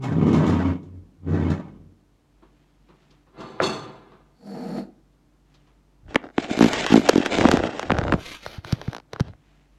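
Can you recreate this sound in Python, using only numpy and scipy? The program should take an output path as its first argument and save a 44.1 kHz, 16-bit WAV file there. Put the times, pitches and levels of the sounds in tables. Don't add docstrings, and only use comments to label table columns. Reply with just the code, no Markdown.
import sys
import numpy as np
from scipy import signal
from scipy.fft import rfft, irfft, next_fast_len
from scipy.io import wavfile
from scipy.ndimage import uniform_filter1d, map_coordinates

SR = 44100
rng = np.random.default_rng(int(sys.argv[2]) if len(sys.argv) > 2 else 0)


def pcm_store(signal):
    levels = np.round(np.clip(np.atleast_2d(signal), -1, 1) * 32767)
    wavfile.write(sys.argv[1], SR, levels.astype(np.int16).T)


N = 431298

# time in seconds, frame boom in dB, grit in dB, both before trim.
PULLS = [
    [(0.0, -44, -58.5), (0.044, -29.5, -38), (0.182, -19, -41), (0.296, -15, -34), (0.476, -17.5, -31),
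     (0.706, -26.5, -36.5), (0.81, -41.5, -61.5), (1.124, -58.5, -85), (1.15, -57, -83)],
    [(1.15, -57, -76), (1.204, -60, -83), (1.28, -25.5, -47.5), (1.348, -20.5, -38), (1.408, -25, -39),
     (1.516, -20.5, -36), (1.616, -38, -49), (1.874, -53, -80), (2.05, -71, -88)],
]
# time in seconds, nominal slips per second, unevenness 0-1, upper harmonics in dB.
LEG_SLIP = [(0, 132, .05, -20), (.07, 130, .1, -20), (.13, 92, .3, -22), (.52, 90, .22, -14),
            (.61, 88, .05, 1), (.77, 90, .05, 2), (.88, 93, .1, -14), (1.25, 88, .12, -18),
            (2, 90, .2, -14)]
# centre in Hz, width in Hz, relative level in dB.
FRAME_MODES = [(157, 20, 4), (192, 20, 2), (228, 22, -1), (262, 18, 1), (313, 26, -17), (440, 20, -26),
               (560, 40, -21)]
# frequency in Hz, relative level in dB.
GRIT_SPECTRUM = [(200, -15), (400, -12), (600, 2), (800, 3), (1000, 0), (1500, -5), (2100, -11),
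                 (3200, -20), (5000, -30.5), (9000, -56.5)]
# frequency in Hz, relative level in dB.
SAND_SPECTRUM = [(1500, -18), (3500, 1), (4600, -6.5), (7000, -5.5), (8500, -17.5), (12300, -22.5),
                 (14500, -47)]
# time in seconds, extra hiss in dB.
FOOT_CATCHES = [(0.02, 16), (0.265, 8.5), (0.33, 10), (0.465, 10), (0.83, 19), (1.29, 7), (1.5, 11.5)]
SAND_RE_GRIT_DB, CATCH_DECAY_S = -22.5, .066
# start in seconds, end in seconds, level in dB before trim.
LEG_JUDDERS = [(0.045, 0.1, -26.5), (0.13, 0.42, -31), (0.46, 0.71, -26.5), (0.87, 0.99, -41),
               (1.29, 1.52, -26), (1.6, 1.92, -52.5)]
JUDDER_ATTACK_S_PER_20DB, JUDDER_RELEASE_S_PER_20DB = .06, .09

# frequency in Hz, mean level in dB.
APPLIANCE_HUM = [(48.4, -62.5), (145.3, -69.5), (296.1, -74)]
# frequency in Hz, relative level in dB.
AIR_SPECTRUM = [(20, -33), (45, -6), (75, -9), (150, -7), (290, -8.5), (480, -17.5), (900, -20.5),
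                (2000, -29), (6500, -35.5), (10000, -41), (16000, -40)]
# start in seconds, end in seconds, mean level in dB.
CLOTHES_RUSTLES = [(2.42, 2.8, -74.5), (2.9, 3.15, -68), (5.53, 5.7, -71.5), (9.35, 9.78, -72.5)]
RUSTLE_FADE_S_PER_20DB = .2
# frequency in Hz, time to fall 60 dB in seconds.
KITCHEN_DECAY = [(100, 0.55), (2000, 0.28), (6000, 0.13), (13000, 0.12)]

# time in seconds, wood in dB, bright part in dB, both before trim.
TABLE_KNOCKS = [(2.42, -44, -72), (2.885, -42.5, -62), (3.015, -54, -59), (3.105, -53.5, -50),
                (3.264, -49.5, -75), (3.403, -29.5, -38), (3.609, -16.5, -58), (3.619, -21.5, -24.5),
                (3.633, -28, -24.5), (3.722, -27, -37), (4.115, -40, -65), (4.768, -43, -41),
                (5.54, -55, -49), (5.67, -53, -60)]
# frequency in Hz, relative level in dB.
TABLE_SPECTRUM = [(60, -26), (120, -5.5), (165, 1.5), (245, -1.5), (340, 2), (400, 2), (500, -7), (700, -8),
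                  (1050, -5), (1700, -17), (2500, -22), (4000, -24.5), (8000, -59.5)]
# frequency in Hz, relative level in dB.
CRACK_SPECTRUM = [(1500, -15), (3200, 1), (4200, -0.5), (6500, -8.5), (8500, -22), (12000, -27),
                  (16000, -42)]
# start in seconds, end in seconds, rumble in dB, chatter in dB.
PLATE_SLIDE = (3.39, 3.5, -41.5, -58)
# start in seconds, end in seconds, rumble in dB, chatter in dB.
PLATE_SETTLE = (3.635, 3.645, -27.5, -28.5)
RUMBLE_ATTACK_S_PER_20DB, RUMBLE_RELEASE_S_PER_20DB = .06, .33
CHATTER_ATTACK_S_PER_20DB, CHATTER_RELEASE_S_PER_20DB = .018, .16
# time in seconds, snap in dB, thud in dB, nominal thud pitch in Hz.
PLATE_LANDING = [(3.6018, -4, -11, 430)]
# centre in Hz, width in Hz, relative level in dB.
CHINA_MODES = [(1210, 70, 1), (2680, 140, -2), (3510, 55, 4), (3650, 60, 2), (4365, 55, 2.5),
               (5000, 200, -14), (6000, 350, -12), (7327, 130, -15), (9679, 80, -15), (11030, 160, -17),
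               (12470, 200, -17)]
CHINA_DENSE_DB = -4

# start in seconds, end in seconds.
SCOOT_SPAN = (4.475, 4.794)
# centre in Hz, width in Hz, relative level in dB.
LOADED_MODES = [(201, 11.5, 6), (205, 26, -3), (244.5, 17, 0.5), (312, 61, -10), (455, 38, -5.5),
                (585, 18, -8.5), (613, 19, -14), (731, 8.7, -5), (855, 37, -36), (1214, 120, -16),
                (2470, 960, -59)]
# nominal centre in Hz, width in Hz, relative level in dB.
FEET_MODES = [(4430, 180, 0), (5170, 780, -15), (6880, 530, -18), (9530, 160, -14.5), (11450, 420, -19.5),
              (12300, 300, -22)]
GROAN_DB, GROAN_SWELL_DB_PER_S = -33.5, 29
GROAN_ATTACK_S_PER_20DB, GROAN_RELEASE_S_PER_20DB = .071, .056
FEET_DB, FEET_SWELL_DB_PER_S = -55.5, 16.5
FEET_ATTACK_S_PER_20DB, FEET_RELEASE_S_PER_20DB = .11, .07
FEET_SAG_PER_S = .07

# start in seconds, end in seconds, friction in dB, palm in dB before trim.
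SKIN_RUBS = [(6.11, 6.15, -53.5, -40), (6.23, 6.28, -63, -40.5), (6.4, 6.47, -39.5, -35),
             (6.5, 6.58, -33, -32.5), (6.62, 6.97, -28, -28.5), (7.0, 7.27, -34, -29),
             (7.32, 7.41, -27, -20.5), (7.43, 7.56, -30.5, -15), (7.58, 7.67, -38, -22.5),
             (7.7, 7.87, -43, -32.5), (7.9, 8.16, -47.5, -26), (8.5, 8.57, -52.5, -48),
             (8.68, 8.74, -45.5, -42.5), (8.78, 8.92, -57.5, -43.5), (9.14, 9.29, -57, -48)]
RUB_ATTACK_S_PER_20DB, RUB_RELEASE_S_PER_20DB = .048, .055
# frequency in Hz, relative level in dB.
SKIN_SPECTRUM = [(410, -9), (700, -2), (1100, -8.5), (1700, -6), (2500, -6.5), (3300, -9.5), (4900, -18),
                 (7500, -22), (8800, -34), (10000, -51), (11500, -46.5), (15600, -65.5)]
# frequency in Hz, relative level in dB.
PALM_SPECTRUM = [(40, -15), (150, -2), (320, 5), (600, 3.5), (1000, -7), (2500, -39.5)]
SKIP_LIMIT_DB = -25
# start in seconds, end in seconds, swish in dB, fizz in dB before trim.
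PALM_SWISHES = [(6.6, 6.68, -40, -50), (6.92, 7.0, -42, -53), (8.2, 8.24, -44, -61), (8.26, 8.35, -38, -55),
                (8.43, 8.55, -44.5, -64), (8.67, 8.73, -44, -66), (8.77, 8.92, -53, -78)]
SWISH_ATTACK_S_PER_20DB, SWISH_RELEASE_S_PER_20DB = .044, .065
# frequency in Hz, relative level in dB.
SWISH_SPECTRUM = [(350, 5.5), (800, 0), (1700, 2), (2500, 5), (3300, 1), (4400, 1), (5200, -6.5),
                  (6200, -5.5), (7200, -12.5), (10000, -21)]
# frequency in Hz, relative level in dB.
FIZZ_SPECTRUM = [(6000, -35), (9000, -6), (11300, 3.5), (16000, -16.5)]
# start in seconds, end in seconds, level in dB.
CASE_PRESSES = [(6.07, 6.09, -43), (7.4, 7.62, -31.5), (7.91, 8.16, -29.5), (9.28, 9.3, -38)]
# frequency in Hz, relative level in dB.
FLEX_SPECTRUM = [(25, -20), (60, -0.5), (100, 0), (160, -10), (300, -35), (1000, -90), (3000, -120)]
PRESS_FADE_S_PER_20DB = .06
# time in seconds, snap in dB, tick in dB, thud in dB, nominal thud pitch in Hz.
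FINGER_TAPS = [(6.1456, -17.5, -28, -23, 300), (6.1579, 0, -28, -6, 305), (6.381, -6, -29, -7, 290),
               (6.5099, -33, -29, -11.5, 255), (6.7328, -16.5, -11, -26, 290), (6.8644, -12, -15, -37, 270),
               (7.0888, -4, -9.5, -6, 410), (7.0927, -3, -3, 2.5, 410), (7.2607, -8.5, -17, -21, 275),
               (7.3847, -9.5, -16.5, -8.5, 270), (7.4105, -7, -26, -9, 265), (7.4527, -4, -22, 4, 265),
               (7.4872, -3.5, -16.5, -13, 260), (7.5147, -4, -9, -21.5, 260),
               (7.5372, -15.5, -23, -3.5, 260), (7.5716, -7.5, -19.5, -14, 270),
               (7.6368, -10, -38, -12, 325), (7.7953, -11, -19.5, -36, 300), (7.8293, -16.5, -30, -35, 295),
               (7.904, -4.5, -42, -12, 265), (7.9183, -8, -24.5, -8.5, 215),
               (7.9859, -11, -21.5, -14.5, 150), (8.0378, -16, -33.5, -20, 155),
               (8.0812, -12.5, -41, -22, 160), (8.123, -4, -29, -10.5, 285), (8.1376, -9, -31, -8, 190),
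               (8.463, -17.5, -29.5, -34, 120), (8.5782, -44, -46, -23, 105),
               (8.6475, -22.5, -30.5, -32, 120), (8.725, -21.5, -16.5, -7.5, 140),
               (8.815, -21.5, -29.5, -40, 140), (8.8789, -25.5, -41, -13.5, 140),
               (9.133, -20, -24.5, -31, 140), (9.1613, -23, -49, -38, 140), (9.198, -17, -27, -21.5, 380),
               (9.2047, -21, -20, -7, 145), (9.2831, -38, -45, -30, 130), (9.335, -40, -65, -55, 140)]
# frequency in Hz, relative level in dB.
SNAP_SPECTRUM = [(150, -28.5), (450, 5), (800, 2.5), (1500, -0.5), (2800, -12.5), (5000, -33),
                 (10000, -50.5)]
# frequency in Hz, relative level in dB.
TICK_SPECTRUM = [(1500, -20), (3200, 0), (6300, -2), (8500, -17), (11500, -20), (16000, -37)]
CONTACT_LEAD_S = 1 / 100
# first in seconds, last in seconds, nominal period in seconds,
# then mid-run snap, tick and thud in dB.
FINGER_STUTTERS = [(6.573, 6.677, .0173, -11, -15, 0), (6.903, 6.993, .018, -13, -17, 4),
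                   (7.135, 7.2, .022, -19.5, -16, -1), (7.637, 7.688, .017, -23.5, -39, -17.5),
                   (8.914, 9.0, .017, -21.5, -28, -37)]
STUTTER_THUD_HZ, STUTTER_ARCH_DB = 275, 13
STUTTER_SCATTER_DB, STUTTER_SCATTER_LOG_PITCH = 2, .05
# frequency in Hz, gain in dB.
COVERED_COLOUR = [(250, 0), (450, 1), (1500, 1), (2600, -3), (4200, 2), (5600, 0), (7200, -8), (10000, 1),
                  (14000, 4)]
COVER_START_S, COVER_FADE_S = 8.43, .04
MUFFLE_HZ, TOP_HZ = 12500, 16000


def amp(db):
    return 10 ** (np.asarray(db) / 20)


def seconds():
    return np.arange(N) / SR


def unit(x):
    return x / np.sqrt(np.mean(x ** 2) + 1e-20)


def along(points, hz):
    f, v = np.transpose(points)
    return np.interp(np.log(hz + 1), np.log(f + 1), v)


def curves(rows):
    s, *columns = np.transpose(rows)
    return [np.interp(seconds(), s, column) for column in columns]


def gains(rows):
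    t, start, end = seconds(), rows[0][0], rows[-1][0]
    gate = uniform_filter1d(((t >= start) & (t <= end)) * 1., size=400)
    return [gate * amp(curve_db) for curve_db in curves(rows)]


def wobble(rate_hz):
    knots = rng.standard_normal(int(N * rate_hz / SR) + 4)
    return map_coordinates(knots, [np.arange(N) * rate_hz / SR], order=2)


def filtered(x, response):
    m = next_fast_len(len(x) + SR // 4)
    return irfft(rfft(x, m) * response(np.fft.rfftfreq(m, 1 / SR)), m)[:len(x)]


def coloured(x, spectrum):
    return unit(filtered(x, lambda hz: amp(along(spectrum, hz))))


def muffled(x, edge_hz):
    return filtered(x, lambda hz: 1 / np.sqrt(1 + (hz / edge_hz) ** 10))


def band(x, low_hz, high_hz):
    high_passed = filtered(x, lambda hz: 1 / np.sqrt(1 + (low_hz / (hz + 1)) ** 10))
    return unit(muffled(high_passed, high_hz))


def resonate(x, modes):
    def response(f):
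        return sum(amp(db) * 1j * f * w / (c * c - f * f + 1j * f * w) for c, w, db in modes)
    return unit(filtered(x, response))


def body(x, t60_s):
    t = np.arange(SR // 8) / SR
    modes = rfft(rng.standard_normal(len(t)) * amp(-60 * t / t60_s))
    modes /= np.sqrt(np.abs(uniform_filter1d(np.abs(modes) ** 2, size=40)))
    return unit(signal.fftconvolve(x, irfft(modes))[:N])


def roaming(x, t60_s):
    place = 1.5 * wobble(9)
    return np.cos(place) * body(x, t60_s) + np.sin(place) * body(x, t60_s)


def steadied(x):
    return x / np.sqrt(np.abs(uniform_filter1d(x * x, size=2200)) + 1e-6)


def grains(rate_hz, spread_db):
    hits = rng.random(N) < rate_hz / SR
    return unit(hits * rng.standard_normal(N) * amp(spread_db * rng.standard_normal(N)))


def stroke(start_s, end_s, db, attack_s, release_s, swell_db_per_s=0):
    t = seconds()
    outside = np.maximum(start_s - t, 0) / attack_s + np.maximum(t - end_s, 0) / release_s
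    swell_db = swell_db_per_s * (np.clip(t, start_s, end_s) - (start_s + end_s) / 2)
    return amp(db + swell_db - 20 * np.minimum(outside, 10))


def strokes(rows, attack_s, release_s):
    shapes = [stroke(start, end, 0, attack_s, release_s) for start, end, *_ in rows]
    levels = np.transpose(rows)[2:]
    return [np.max([amp(db) * shape for db, shape in zip(column, shapes)], axis=0) for column in levels]


def add(track, s, sound):
    part = track[max(round(s * SR), 0):][:len(sound)]
    part += sound[:len(part)]


def room(x):
    hz, t, z = signal.stft(rng.standard_normal(SR * 2 // 3), SR, nperseg=256)
    decay = amp(-60 * t / along(KITCHEN_DECAY, hz)[:, None])
    tail = signal.istft(z * decay, SR, nperseg=256)[1]
    return signal.fftconvolve(x, np.pad(tail / np.linalg.norm(tail), (200, 0)))[:N]


def slips(rate_hz, uneven):
    turns = np.cumsum(rate_hz * np.exp(uneven * wobble(70))) / SR
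    return unit(np.diff(np.floor(turns), prepend=0) * amp(3 * rng.standard_normal(N)))


def leg_judder(rate_hz, uneven, upper_db):
    phase = 2 * np.pi * np.cumsum(rate_hz * (1 + .2 * uneven * wobble(35))) / SR
    upper = np.sin(3 * phase) + .12 * (np.sin(5 * phase) + np.sin(6 * phase))
    flicker = amp(2.2 * wobble(25.45))
    return flicker * (np.sin(phase) + amp(upper_db + 3.7 * wobble(31.4)) * upper)


def drag():
    t = seconds()
    boom_gain, grit_gain = np.sum([gains(pull) for pull in PULLS], axis=0)
    catch_db = sum(db * (t > s) * np.exp(-np.abs(t - s) / CATCH_DECAY_S) for s, db in FOOT_CATCHES)
    sand_gain = grit_gain * amp(SAND_RE_GRIT_DB + catch_db)
    judder_gain, = strokes(LEG_JUDDERS, JUDDER_ATTACK_S_PER_20DB, JUDDER_RELEASE_S_PER_20DB)

    rate_hz, uneven, upper_db = curves(LEG_SLIP)
    pushes = slips(rate_hz, uneven) + slips(rate_hz * .87, uneven + .15)
    bursts = unit(signal.lfilter([1], [1, -np.exp(-1 / (.0032 * SR))], pushes))
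    crunch_drive = (bursts + 1) * rng.standard_normal(N) + pushes
    crunch = coloured(roaming(crunch_drive, .045), GRIT_SPECTRUM)
    sand = coloured(body((bursts + 1) * rng.standard_normal(N), .043), SAND_SPECTRUM)
    boom = steadied(band(resonate(pushes, FRAME_MODES), 90, 520))

    legs = amp(-1.0) * boom_gain * boom + amp(1.5) * grit_gain * crunch + sand_gain * sand
    judder = amp(3.0) * judder_gain * leg_judder(rate_hz, uneven, upper_db)
    return legs + amp(-15.5) * room(legs) + judder


def appliance_hum():
    t, hum = seconds(), np.zeros(N)
    for hz, db in APPLIANCE_HUM:
        phase = 2 * np.pi * hz * t + .3 * wobble(2.2)
        hum += amp(db + 3.3 * wobble(8.5)) * np.sqrt(2) * np.sin(phase)
    return hum


def background():
    rustle_gain, = strokes(CLOTHES_RUSTLES, RUSTLE_FADE_S_PER_20DB, RUSTLE_FADE_S_PER_20DB)
    cloth = amp(2 * wobble(13)) * rustle_gain * coloured(grains(6000, 3), SKIN_SPECTRUM)
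    air = amp(-64) * coloured(rng.standard_normal(N), AIR_SPECTRUM)
    return appliance_hum() + cloth + air


def table_knocks():
    out, t = np.zeros(N), np.arange(SR // 2) / SR
    rise = 1 - np.exp(-t / .0046)
    for s, wood_db, bright_db in TABLE_KNOCKS:
        crack = coloured(rng.standard_normal(len(t)), CRACK_SPECTRUM) * amp(-60 * t / .081)
        wood = coloured(rng.standard_normal(len(t)), TABLE_SPECTRUM) * amp(-60 * t / .26)
        add(out, s, (amp(bright_db - 4.5) * crack + amp(wood_db - 5.5) * wood) * rise)
    return out


def contact(snap_db, tick_db, thud_db, thud_hz):
    t = np.arange(SR // 8) / SR - CONTACT_LEAD_S
    scuff = amp(-60 * np.maximum(t / .016, -t / .007))
    bite = signal.unit_impulse(len(t), round(CONTACT_LEAD_S * SR))
    blow = bite + .079 * rng.standard_normal(len(t)) * scuff

    travel = .03 * np.exp(.17 * rng.standard_normal())
    turn = rng.uniform(0, 2 * np.pi)

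    def dispersed(spectrum):
        def response(hz):
            return amp(along(spectrum, hz)) * np.exp(1j * (turn - 4 * np.pi * travel * np.sqrt(hz)))
        x = filtered(blow, response)
        return x / np.abs(x).max()

    age = np.maximum(t - .4 / thud_hz, 0)
    rise = 1 - np.exp(-(age / (.0016 + .1 / thud_hz)) ** 2)
    swell = rise * amp(-60 * age * thud_hz / 4.96)
    turns = thud_hz * (.85 * age + .0014 * (1 - np.exp(-age / .0024)))
    thud = swell / swell.max() * np.sin(2 * np.pi * turns)
    return amp(snap_db) * dispersed(SNAP_SPECTRUM) + amp(tick_db) * dispersed(TICK_SPECTRUM) + amp(thud_db) * thud


def plate_motion():
    moves = [PLATE_SLIDE, PLATE_SETTLE]
    rumble_gain = strokes(moves, RUMBLE_ATTACK_S_PER_20DB, RUMBLE_RELEASE_S_PER_20DB)[0]
    chatter_gain = strokes(moves, CHATTER_ATTACK_S_PER_20DB, CHATTER_RELEASE_S_PER_20DB)[1]
    rim = resonate(grains(3000, 2), CHINA_MODES)
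    rumble = coloured(body(grains(4000, 2.8), .07), TABLE_SPECTRUM)
    chatter = steadied(band(rim + amp(CHINA_DENSE_DB) * body(rim, .06), 900, 8500))
    return rumble_gain * rumble + chatter_gain * chatter


def plate():
    out = table_knocks() + plate_motion()
    for s, snap_db, thud_db, thud_hz in PLATE_LANDING:
        add(out, s - CONTACT_LEAD_S, muffled(contact(snap_db, -np.inf, thud_db, thud_hz), 2200))
    return out + amp(-11) * room(out)


def scoot():
    groan_gain = stroke(*SCOOT_SPAN, GROAN_DB, GROAN_ATTACK_S_PER_20DB, GROAN_RELEASE_S_PER_20DB,
                        GROAN_SWELL_DB_PER_S)
    feet_gain = stroke(*SCOOT_SPAN, FEET_DB, FEET_ATTACK_S_PER_20DB, FEET_RELEASE_S_PER_20DB,
                       FEET_SWELL_DB_PER_S)
    soft_spectrum = [(800, 0), (1100, -8), (2000, -9), (4000, -17)]  # Hz, relative dB
    pushes = coloured(.5 * slips(46, .35) + grains(6000, 1), soft_spectrum)
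    groan = steadied(band(resonate(pushes, LOADED_MODES), 140, 4200))
    feet = band(resonate(grains(15000, 1), FEET_MODES), 3200, 13000)
    speed = 1 - FEET_SAG_PER_S * (np.clip(seconds(), *SCOOT_SPAN) - np.mean(SCOOT_SPAN))
    sagging_feet = map_coordinates(feet, [np.cumsum(speed)], order=3)
    legs = groan_gain * groan + feet_gain * sagging_feet
    return legs + amp(-11.5) * room(legs)


def skin_rubs():
    friction_gain, palm_gain = strokes(SKIN_RUBS, RUB_ATTACK_S_PER_20DB, RUB_RELEASE_S_PER_20DB)
    friction = coloured(roaming(grains(4000, 2.5), .013), SKIN_SPECTRUM) * amp(2.2 * wobble(70))
    palm = muffled(coloured(grains(900, 5.3), PALM_SPECTRUM), 4000)
    skip = muffled(contact(0, -23.5, -4.5, 330), 6000)
    skips = unit(signal.fftconvolve(grains(130, .96), skip)[round(CONTACT_LEAD_S * SR):][:N])
    skip_gain = np.minimum(palm_gain, amp(SKIP_LIMIT_DB))
    return friction_gain * friction + amp(-4.5) * palm_gain * palm + amp(-6.5) * skip_gain * skips


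def palm_swishes():
    swish_gain, fizz_gain = strokes(PALM_SWISHES, SWISH_ATTACK_S_PER_20DB, SWISH_RELEASE_S_PER_20DB)
    swish = coloured(roaming(grains(3900, 3), .018), SWISH_SPECTRUM)
    fizz = coloured(grains(6000, 3.5), FIZZ_SPECTRUM)
    return swish_gain * swish + amp(-3.5) * fizz_gain * fizz


def case_flex():
    press_gain, = strokes(CASE_PRESSES, PRESS_FADE_S_PER_20DB, PRESS_FADE_S_PER_20DB)
    return press_gain * steadied(coloured(grains(900, 2), FLEX_SPECTRUM))


def finger_contacts():
    taps = np.zeros(N)
    for s, *tap in FINGER_TAPS:
        add(taps, s - CONTACT_LEAD_S, contact(*tap))
    for first_s, last_s, period_s, *levels_db in FINGER_STUTTERS:
        span_s = last_s - first_s
        for place in np.linspace(-1, 1, round(span_s / period_s) + 1):
            scatter_db = rng.normal(0, STUTTER_SCATTER_DB, size=3)
            skip_db = np.array(levels_db) - STUTTER_ARCH_DB * place ** 2 + scatter_db
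            thud_hz = STUTTER_THUD_HZ * np.exp(rng.normal(0, STUTTER_SCATTER_LOG_PITCH))
            s = (first_s + last_s + place * span_s) / 2
            add(taps, s - CONTACT_LEAD_S, contact(*skip_db, thud_hz))
    return taps + amp(-27) * room(taps)


def hands():
    return skin_rubs() + palm_swishes() + case_flex() + finger_contacts()


def covered(x):
    share = np.clip((seconds() - COVER_START_S) / COVER_FADE_S, 0, 1)
    return x + share * (filtered(x, lambda hz: amp(along(COVERED_COLOUR, hz))) - x)


def scene():
    return (drag() + background() + plate() + scoot() + covered(hands()))[None]


def record(dry, ceiling=.72, hardness=6):
    x = dry[0] / (1 + np.abs(dry[0] / ceiling) ** hardness) ** (1 / hardness)
    return filtered(muffled(x, MUFFLE_HZ), lambda hz: hz < TOP_HZ)[None]


dry = scene()
out = record(dry)
pcm_store(out)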